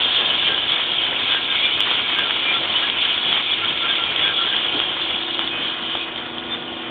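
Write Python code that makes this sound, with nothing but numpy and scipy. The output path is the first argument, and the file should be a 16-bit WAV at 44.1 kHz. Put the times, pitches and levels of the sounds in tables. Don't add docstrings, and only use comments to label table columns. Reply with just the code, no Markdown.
import sys
import numpy as np
from scipy import signal
from scipy.fft import rfft, irfft
from scipy.io import wavfile

SR = 44100
rng = np.random.default_rng(int(sys.argv[2]) if len(sys.argv) > 2 else 0)


def persist_wave(psi):
    counts = np.round(np.clip(psi, -1, 1) * 32767).astype(np.int16)
    wavfile.write(sys.argv[1], SR, np.atleast_2d(counts).T)


N = 304290
TIME = np.arange(N) / SR

# (time [s], level [dB])
FLOW_CURVE = [(0, -18), (.7, -22), (1.15, -23), (1.7, -22), (2.6, -22.5), (3.2, -22.5), (4.0, -23.5),
              (4.65, -22.5), (5.0, -24.5), (5.8, -28.5), (6.25, -34), (6.9, -35.5)]
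# (time [s], level change [dB])
FLOW_GUSHES = [(1.33, 3), (1.912, 2), (3.052, 3), (3.33, 1.5), (3.869, 1.5), (4.22, 3), (4.6, 0),
               (5.47, -1), (5.69, 1.5)]
# (time [s], level [dB])
SLIDE_CURVE = [(0, -34), (1.4, -29), (1.9, -28), (3.0, -30.5), (4.2, -29.5), (4.5, -34.5), (5.4, -36.5),
               (6.2, -42), (6.9, -47.5)]
# (frequency [Hz], gain [dB])
RATTLE_SPECTRUM = [(2000, -23.5), (2600, -6), (2850, 0), (3050, -1), (3300, 2.5), (3550, -2), (3800, -4.5),
                   (4600, -6)]
# (frequency [Hz], gain [dB])
RUSTLE_SPECTRUM = [(150, -14.5), (350, -4), (600, -4), (1000, 0.5), (1400, 1), (1700, 0.5), (2000, 0.5),
                   (2400, -8.5), (3000, -32)]
# (frequency [Hz], gain [dB])
SLIDE_SPECTRUM = [(1800, -20), (2100, -2.5), (2280, 5), (2380, -1), (2470, -1), (2600, -0.5), (2900, -25)]
# (frequency [Hz], width [Hz], level re rattle [dB])
STEEL_MODES = [(721, 26, -26.5), (1011, 40, -23), (1351, 47, -20), (1638, 16, -23), (1675, 51, -23),
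               (2373, 36, -25), (3420, 25, -25), (3260, 12, -12.5), (3573, 11, -16)]
# (time [s], drone gain [dB], deepest hum gain [dB], buzz gain [dB])
MACHINE_CURVES = [(0, -3.5, -2.5, 5), (4.5, -1, -3.5, 7), (5.3, 5, 0, 0.5), (6.0, .5, 5, 4),
                  (6.3, 4.5, 5.5, -3), (6.9, 5, 7.5, 0.5)]
# (frequency [Hz], gain [dB])
AIR_SPECTRUM = [(20, -19), (35, -16), (60, -3.5), (110, 0), (190, -1), (300, 3), (450, 1), (800, 0),
                (1500, -12.5), (3000, -11), (4400, -7.5)]
# (frequency [Hz], level [dB])
DRIVE_TONES = [(266.5, -53.5), (327.7, -45), (736.8, -53)]
# (multiple of HUM_HZ, level [dB])
HUM_HARMONICS = [(2, -50.5), (3, -48.5), (4, -51.5), (5, -54), (6, -52), (8, -52), (9, -48.5), (10, -52.5),
                 (12, -48.5), (15, -59.5), (17, -57.5)]
# (multiple of HUM_HZ, level [dB])
BUZZ_HARMONICS = [(20, -48.5), (21, -47), (22, -54), (23, -53), (24, -46), (25, -44), (26, -43), (27, -49),
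                  (28, -47), (29, -47), (31, -51)]
# (time [s], half-span [s], pitch [Hz], level [dB])
SQUEALS_AND_BUZZ_SWELLS = [(0.13, .07, 3612, -26), (0.28, .08, 3569, -26), (0.47, .06, 3118, -24),
                           (0.47, .07, 2390, -30), (0.52, .08, 1600, -28), (1.35, .11, 1606, -30),
                           (1.52, .07, 1606, -34), (1.655, .07, 2382, -21), (2.2, .1, 1600, -28),
                           (2.26, .05, 1372, -32), (2.495, .09, 2385, -22), (2.562, .045, 1368, -26),
                           (2.85, .08, 1663, -30), (3.11, .1, 3310, -28), (3.34, .06, 3192, -23),
                           (3.51, .08, 2390, -28), (3.635, .05, 1368, -27), (3.85, .07, 1372, -27),
                           (3.9, .04, 3550, -23), (3.91, .08, 1603, -32), (4.015, .06, 1372, -28),
                           (4.08, .07, 2390, -29), (4.25, .12, 3359, -23), (4.28, .1, 1604, -29),
                           (4.31, .05, 1372, -32), (4.38, .09, 3353, -23), (4.415, .07, 1368, -26),
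                           (4.53, .12, 1603, -33), (4.62, .12, 3353, -27), (4.83, .06, 3246, -26),
                           (5.17, .05, 3348, -27), (5.56, .14, 2515, -32), (5.58, .08, 3041, -30),
                           (5.65, .2, 3121, -32), (5.92, .22, 3121, -31), (6.03, .1, 2510, -36),
                           (6.18, .12, 3122, -35), (6.53, .07, 3550, -26)]
# (time [s], tick level [dB], knock level [dB])
BEAN_CRACKS = [(0.1466, -6.0, -23.0), (0.2094, -5.0, -18.0), (0.3525, -9.0, -23.0), (0.578, -11.0, -22.0),
               (0.6957, -9.0, -25.0), (1.3214, -5.0, -21.0), (1.5544, -7.0, -21.0), (1.8046, -2.0, -20.0),
               (1.9129, -5.0, -13.0), (1.9548, -6.0, -19.0), (2.187, -3.0, -13.0), (2.1923, -5.0, -16.0),
               (2.3074, -4.0, -14.0), (2.8989, -5.0, -19.0), (3.1781, -6.0, -21.0), (3.3273, -5.0, -20.0),
               (3.899, -8.0, -20.0), (4.0376, -5.0, -21.0), (4.1609, -4.5, -22.0), (4.1935, -6.0, -22.0),
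               (4.2785, -5.0, -22.0), (4.564, -4.0, -22.0), (4.8006, -4.0, -14.0), (5.1078, -9.0, -23.0),
               (5.158, -10.0, -26.0), (5.3921, -6.0, -13.0), (5.4753, -6.0, -26.0), (5.952, -12.0, -13.0),
               (6.1599, -13.0, -26.0), (6.3822, -12.5, -26.0)]
# (time [s], half-span [s], level [dB])
TRAY_BUMPS = [(0.215, .05, -31), (1.915, .02, -32), (4.765, .05, -28), (5.39, .04, -33), (5.965, .04, -38)]
# (frequency [Hz], width [Hz], gain [dB])
TRAY_MODES = [(200, 99, -8), (323, 51, -3), (484, 110, 6), (466, 330, 2), (705, 10, -2.5)]
# (time [s], level [dB])
OVERLOAD_CLICKS = [(1.805, -19), (2.1872, -30)]
# (frequency [Hz], gain [dB])
MIC_RESPONSE = [(10, -1.5), (3500, 1), (3700, -1.5), (3830, -9.5), (4000, -14.5), (4350, -20.5),
                (4480, -24.5), (4620, -46.5), (5000, -76)]

DRUM_TURNS_PER_S, VANES = 1.15, 3
FIRST_SURGE_S, HEAP_LAG_S, FIRST_SLIDE_S, GUSH_S = .155, .04, .35, .069
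RATTLE_DB, RATTLE_SURGE_DB, RATTLE_DRIFT_DB = -1.6, 1.0, -.06
RUSTLE_DB, RUSTLE_SURGE_DB, RUSTLE_DRIFT_DB = -31, 1.03, 1.72
RUSTLE_FLOW_SHARE, RUSTLE_GUSH_SHARE = .51, .93
SLIDE_SWING_DB, SLIDE_SURGE_DB = 1.7, 2.1
BRIGHT_DB, BRIGHT_DRIFT_DB = -1.1, 3.5
AIR_DB, TONE_SWELL_DB, TICK_DB, KNOCK_DB = -36.5, 2, -2.5, 1
HUM_HZ, CUTOFF_HZ = 120.02, 16000


def from_db(db):
    return 10 ** (np.asarray(db) / 20)


def unit_rms(x):
    return x / np.sqrt(np.mean(x ** 2) + 1e-20)


def curves(rows):
    times_s, *columns = np.transpose(rows)
    return [np.interp(TIME, times_s, column) for column in columns]


def drift(corner_hz):
    hop, settle = 40, 2000
    r = np.exp(-2 * np.pi * corner_hz * hop / SR)
    slow = signal.lfilter([1], [1, -2 * r, r * r], rng.standard_normal(N // hop + settle + 2))[settle:]
    return np.interp(np.arange(N) / hop, np.arange(len(slow)), unit_rms(slow))


def colour(x, spectrum):
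    size = 8192
    hz, db = np.transpose(spectrum)
    octave = np.log2(np.maximum(np.arange(size // 2 + 1) * SR / size, 1))
    knots = np.log2(hz)
    shape_db = np.interp(octave, knots, db) - 24 * abs(octave - np.clip(octave, knots[0], knots[-1]))
    cepstrum = irfft(np.log(from_db(shape_db)))[:size // 2]
    cepstrum[1:] *= 2
    return signal.fftconvolve(x, irfft(np.exp(rfft(cepstrum, size))))[:N]


def resonance(x, hz, width_hz):
    r = np.exp(-np.pi * width_hz / SR)
    feedback = [1, -2 * r * np.cos(2 * np.pi * hz / SR), r * r]
    return signal.lfilter(np.array([1, 0, -1]) * (1 - r * r) / 2, feedback, x + 1e-18)


def swell(centre_s, half_span_s):
    return np.cos(np.pi / 2 * np.clip((TIME - centre_s) / half_span_s, -1, 1)) ** 2


def cycle(hz, crest_s):
    return np.cos(2 * np.pi * hz * (TIME - crest_s))


def pour():
    flow_db, = curves(FLOW_CURVE)
    slide_db, = curves(SLIDE_CURVE)
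    gush_db = sum(db * swell(at_s, GUSH_S) for at_s, db in FLOW_GUSHES)
    surge = cycle(VANES * DRUM_TURNS_PER_S, FIRST_SURGE_S)
    landing = cycle(VANES * DRUM_TURNS_PER_S, FIRST_SURGE_S + HEAP_LAG_S)
    rattle_db = RATTLE_DB + flow_db + gush_db + RATTLE_SURGE_DB * surge + RATTLE_DRIFT_DB * drift(4.4)
    rustle_db = (RUSTLE_DB + RUSTLE_FLOW_SHARE * (flow_db - flow_db.max()) + RUSTLE_GUSH_SHARE * gush_db
                 + RUSTLE_SURGE_DB * landing + RUSTLE_DRIFT_DB * drift(15))
    slide_db += SLIDE_SWING_DB * cycle(2 * DRUM_TURNS_PER_S, FIRST_SLIDE_S) + SLIDE_SURGE_DB * surge
    return rattle_db, rustle_db, slide_db


def contacts(per_s, spread_db, ring_t60_s, room_t60_s, wet):
    size_db = spread_db * np.minimum(rng.exponential(1, N), 3)
    energy = from_db(2 * size_db) * (rng.random(N) < per_s / SR) / per_s
    t = TIME[:SR // 4]
    ring, room = from_db(-120 * t / ring_t60_s), from_db(-120 * t / room_t60_s)
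    decay = ring / ring.sum() + wet * room / room.sum()
    power = irfft(rfft(energy) * rfft(decay, N), N)
    return unit_rms(np.sqrt(abs(power)) * rng.standard_normal(N))


def pings(count, low_hz, high_hz, t60_s):
    out, t = np.zeros(N + SR), TIME[:SR // 6]
    for when, pitch, softness in rng.random((count, 3)):
        start = int(when * N)
        hz = low_hz * (high_hz / low_hz) ** pitch
        ring = np.sin(2 * np.pi * hz * t) * from_db(-60 * t / t60_s)
        out[start:start + len(t)] += from_db(-10 * softness) * ring
    return unit_rms(out[:N])


def beans():
    rattle_db, rustle_db, slide_db = pour()
    bright_db = BRIGHT_DB + BRIGHT_DRIFT_DB * drift(13)
    hits_per_s = 1300 * from_db(rattle_db - rattle_db.max())
    rattle = 0
    for band, sign in (("low", -1), ("high", 1)):
        hits = contacts(hits_per_s, spread_db=3.2, ring_t60_s=.014, room_t60_s=.15, wet=.6)
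        crossover = signal.butter(8, 3250, band, fs=SR, output="sos")
        hits = unit_rms(signal.sosfilt(crossover, colour(hits, RATTLE_SPECTRUM)))
        rattle += from_db(2.6 * sign) * hits / np.sqrt(1 + from_db(-2 * sign * bright_db))
    steel = sum(from_db(db) * unit_rms(resonance(rng.standard_normal(N), hz, width_hz))
                for hz, width_hz, db in STEEL_MODES)
    steel += from_db(-4.5) * pings(count=420, low_hz=2900, high_hz=3620, t60_s=.12)
    rustle = contacts(per_s=800, spread_db=4, ring_t60_s=.016, room_t60_s=.12, wet=1)
    slide = contacts(per_s=1500, spread_db=4, ring_t60_s=.02, room_t60_s=.25, wet=.8)
    return (from_db(rattle_db) * (rattle + steel)
            + from_db(rustle_db) * unit_rms(colour(rustle, RUSTLE_SPECTRUM))
            + from_db(slide_db - 3) * unit_rms(colour(slide, SLIDE_SPECTRUM)))


def tones(lines, waver_db, waver_hz, waver_rad):
    out = np.zeros(N)
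    for hz, db in lines:
        gain = from_db(db + waver_db * drift(waver_hz))
        out += gain * np.sin(2 * np.pi * (hz * TIME + rng.random()) + waver_rad * drift(waver_hz))
    return np.sqrt(2) * out


def machine():
    drone_db, deep_db, buzz_db = curves(MACHINE_CURVES)
    air = from_db(AIR_DB + 1.8 * drift(7.8)) * unit_rms(colour(rng.standard_normal(N), AIR_SPECTRUM))
    deepest, second, *upper = [(k * HUM_HZ, db) for k, db in HUM_HARMONICS]
    deep = tones([deepest], waver_db=1.2, waver_hz=3, waver_rad=.2)
    drone = tones([second, *DRIVE_TONES], waver_db=1.2, waver_hz=3, waver_rad=.2)
    whine = tones(upper, waver_db=2, waver_hz=3, waver_rad=.25)
    buzz = tones([(k * HUM_HZ, db) for k, db in BUZZ_HARMONICS], waver_db=2.2, waver_hz=5, waver_rad=.8)
    return air + from_db(deep_db) * deep + from_db(drone_db) * drone + whine + from_db(buzz_db) * buzz


def squeals_and_buzz_swells():
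    pitch_ratio = 1 + .0015 * drift(40)
    gain = from_db(1.2 * drift(30) + 2 * drift(160) + TONE_SWELL_DB)
    rad_per_hz = 2 * np.pi * np.cumsum(pitch_ratio) / SR
    jitter_rad = .45 * drift(120)
    return gain * sum(from_db(db) * swell(at_s, half_span_s) ** 2 * np.sin(hz * rad_per_hz + jitter_rad)
                      for at_s, half_span_s, hz, db in SQUEALS_AND_BUZZ_SWELLS)


def burst(t, rise_s, hz):
    return t / rise_s * np.exp(1 - t / rise_s) * np.sin(2 * np.pi * hz * t)


def cracks():
    out, t = np.zeros(N), TIME[:SR // 30]
    for at_s, tick_db, knock_db in BEAN_CRACKS:
        tick_detune, knock_detune = rng.normal(size=2)
        scatter = rng.standard_normal(len(t)) * from_db(-60 * t / .03) * (t > .0015)
        edge = .45 * burst(t, rise_s=.00025, hz=4100)
        tick = burst(t, rise_s=.0005, hz=3300 + 60 * tick_detune) + edge
        tick += 1.1 * resonance(scatter, hz=3300, width_hz=700)
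        knock = burst(t, rise_s=.0004, hz=1100 * np.exp(.3 * knock_detune))
        knock += .7 * resonance(scatter, hz=1000, width_hz=1200)
        snap = from_db(tick_db + TICK_DB) * tick + from_db(knock_db + KNOCK_DB) * knock
        start = round(at_s * SR)
        out[start:start + len(t)] += snap
    return out


def bumps():
    shake = rng.standard_normal(N)
    body = sum((-1) ** k * from_db(db) * resonance(shake, hz, width_hz)
               for k, (hz, width_hz, db) in enumerate(TRAY_MODES))
    envelope = sum(from_db(db) * swell(at_s, half_span_s) for at_s, half_span_s, db in TRAY_BUMPS)
    return unit_rms(body) * envelope


def overload_clicks():
    clicks = np.zeros(N)
    for at_s, db in OVERLOAD_CLICKS:
        clicks[round(at_s * SR)] = from_db(db)
    broad = 2 * resonance(clicks, hz=4600, width_hz=9000)
    return broad + from_db(9) * resonance(clicks, hz=4300, width_hz=1500)


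def scene():
    roaster = beans() + cracks() + squeals_and_buzz_swells() + bumps() + machine()
    return (colour(roaster, MIC_RESPONSE) + overload_clicks())[None]


def record(dry):
    return signal.sosfilt(signal.ellip(8, .2, 70, CUTOFF_HZ, fs=SR, output="sos"), dry)


dry = scene()
out = record(dry)
persist_wave(out)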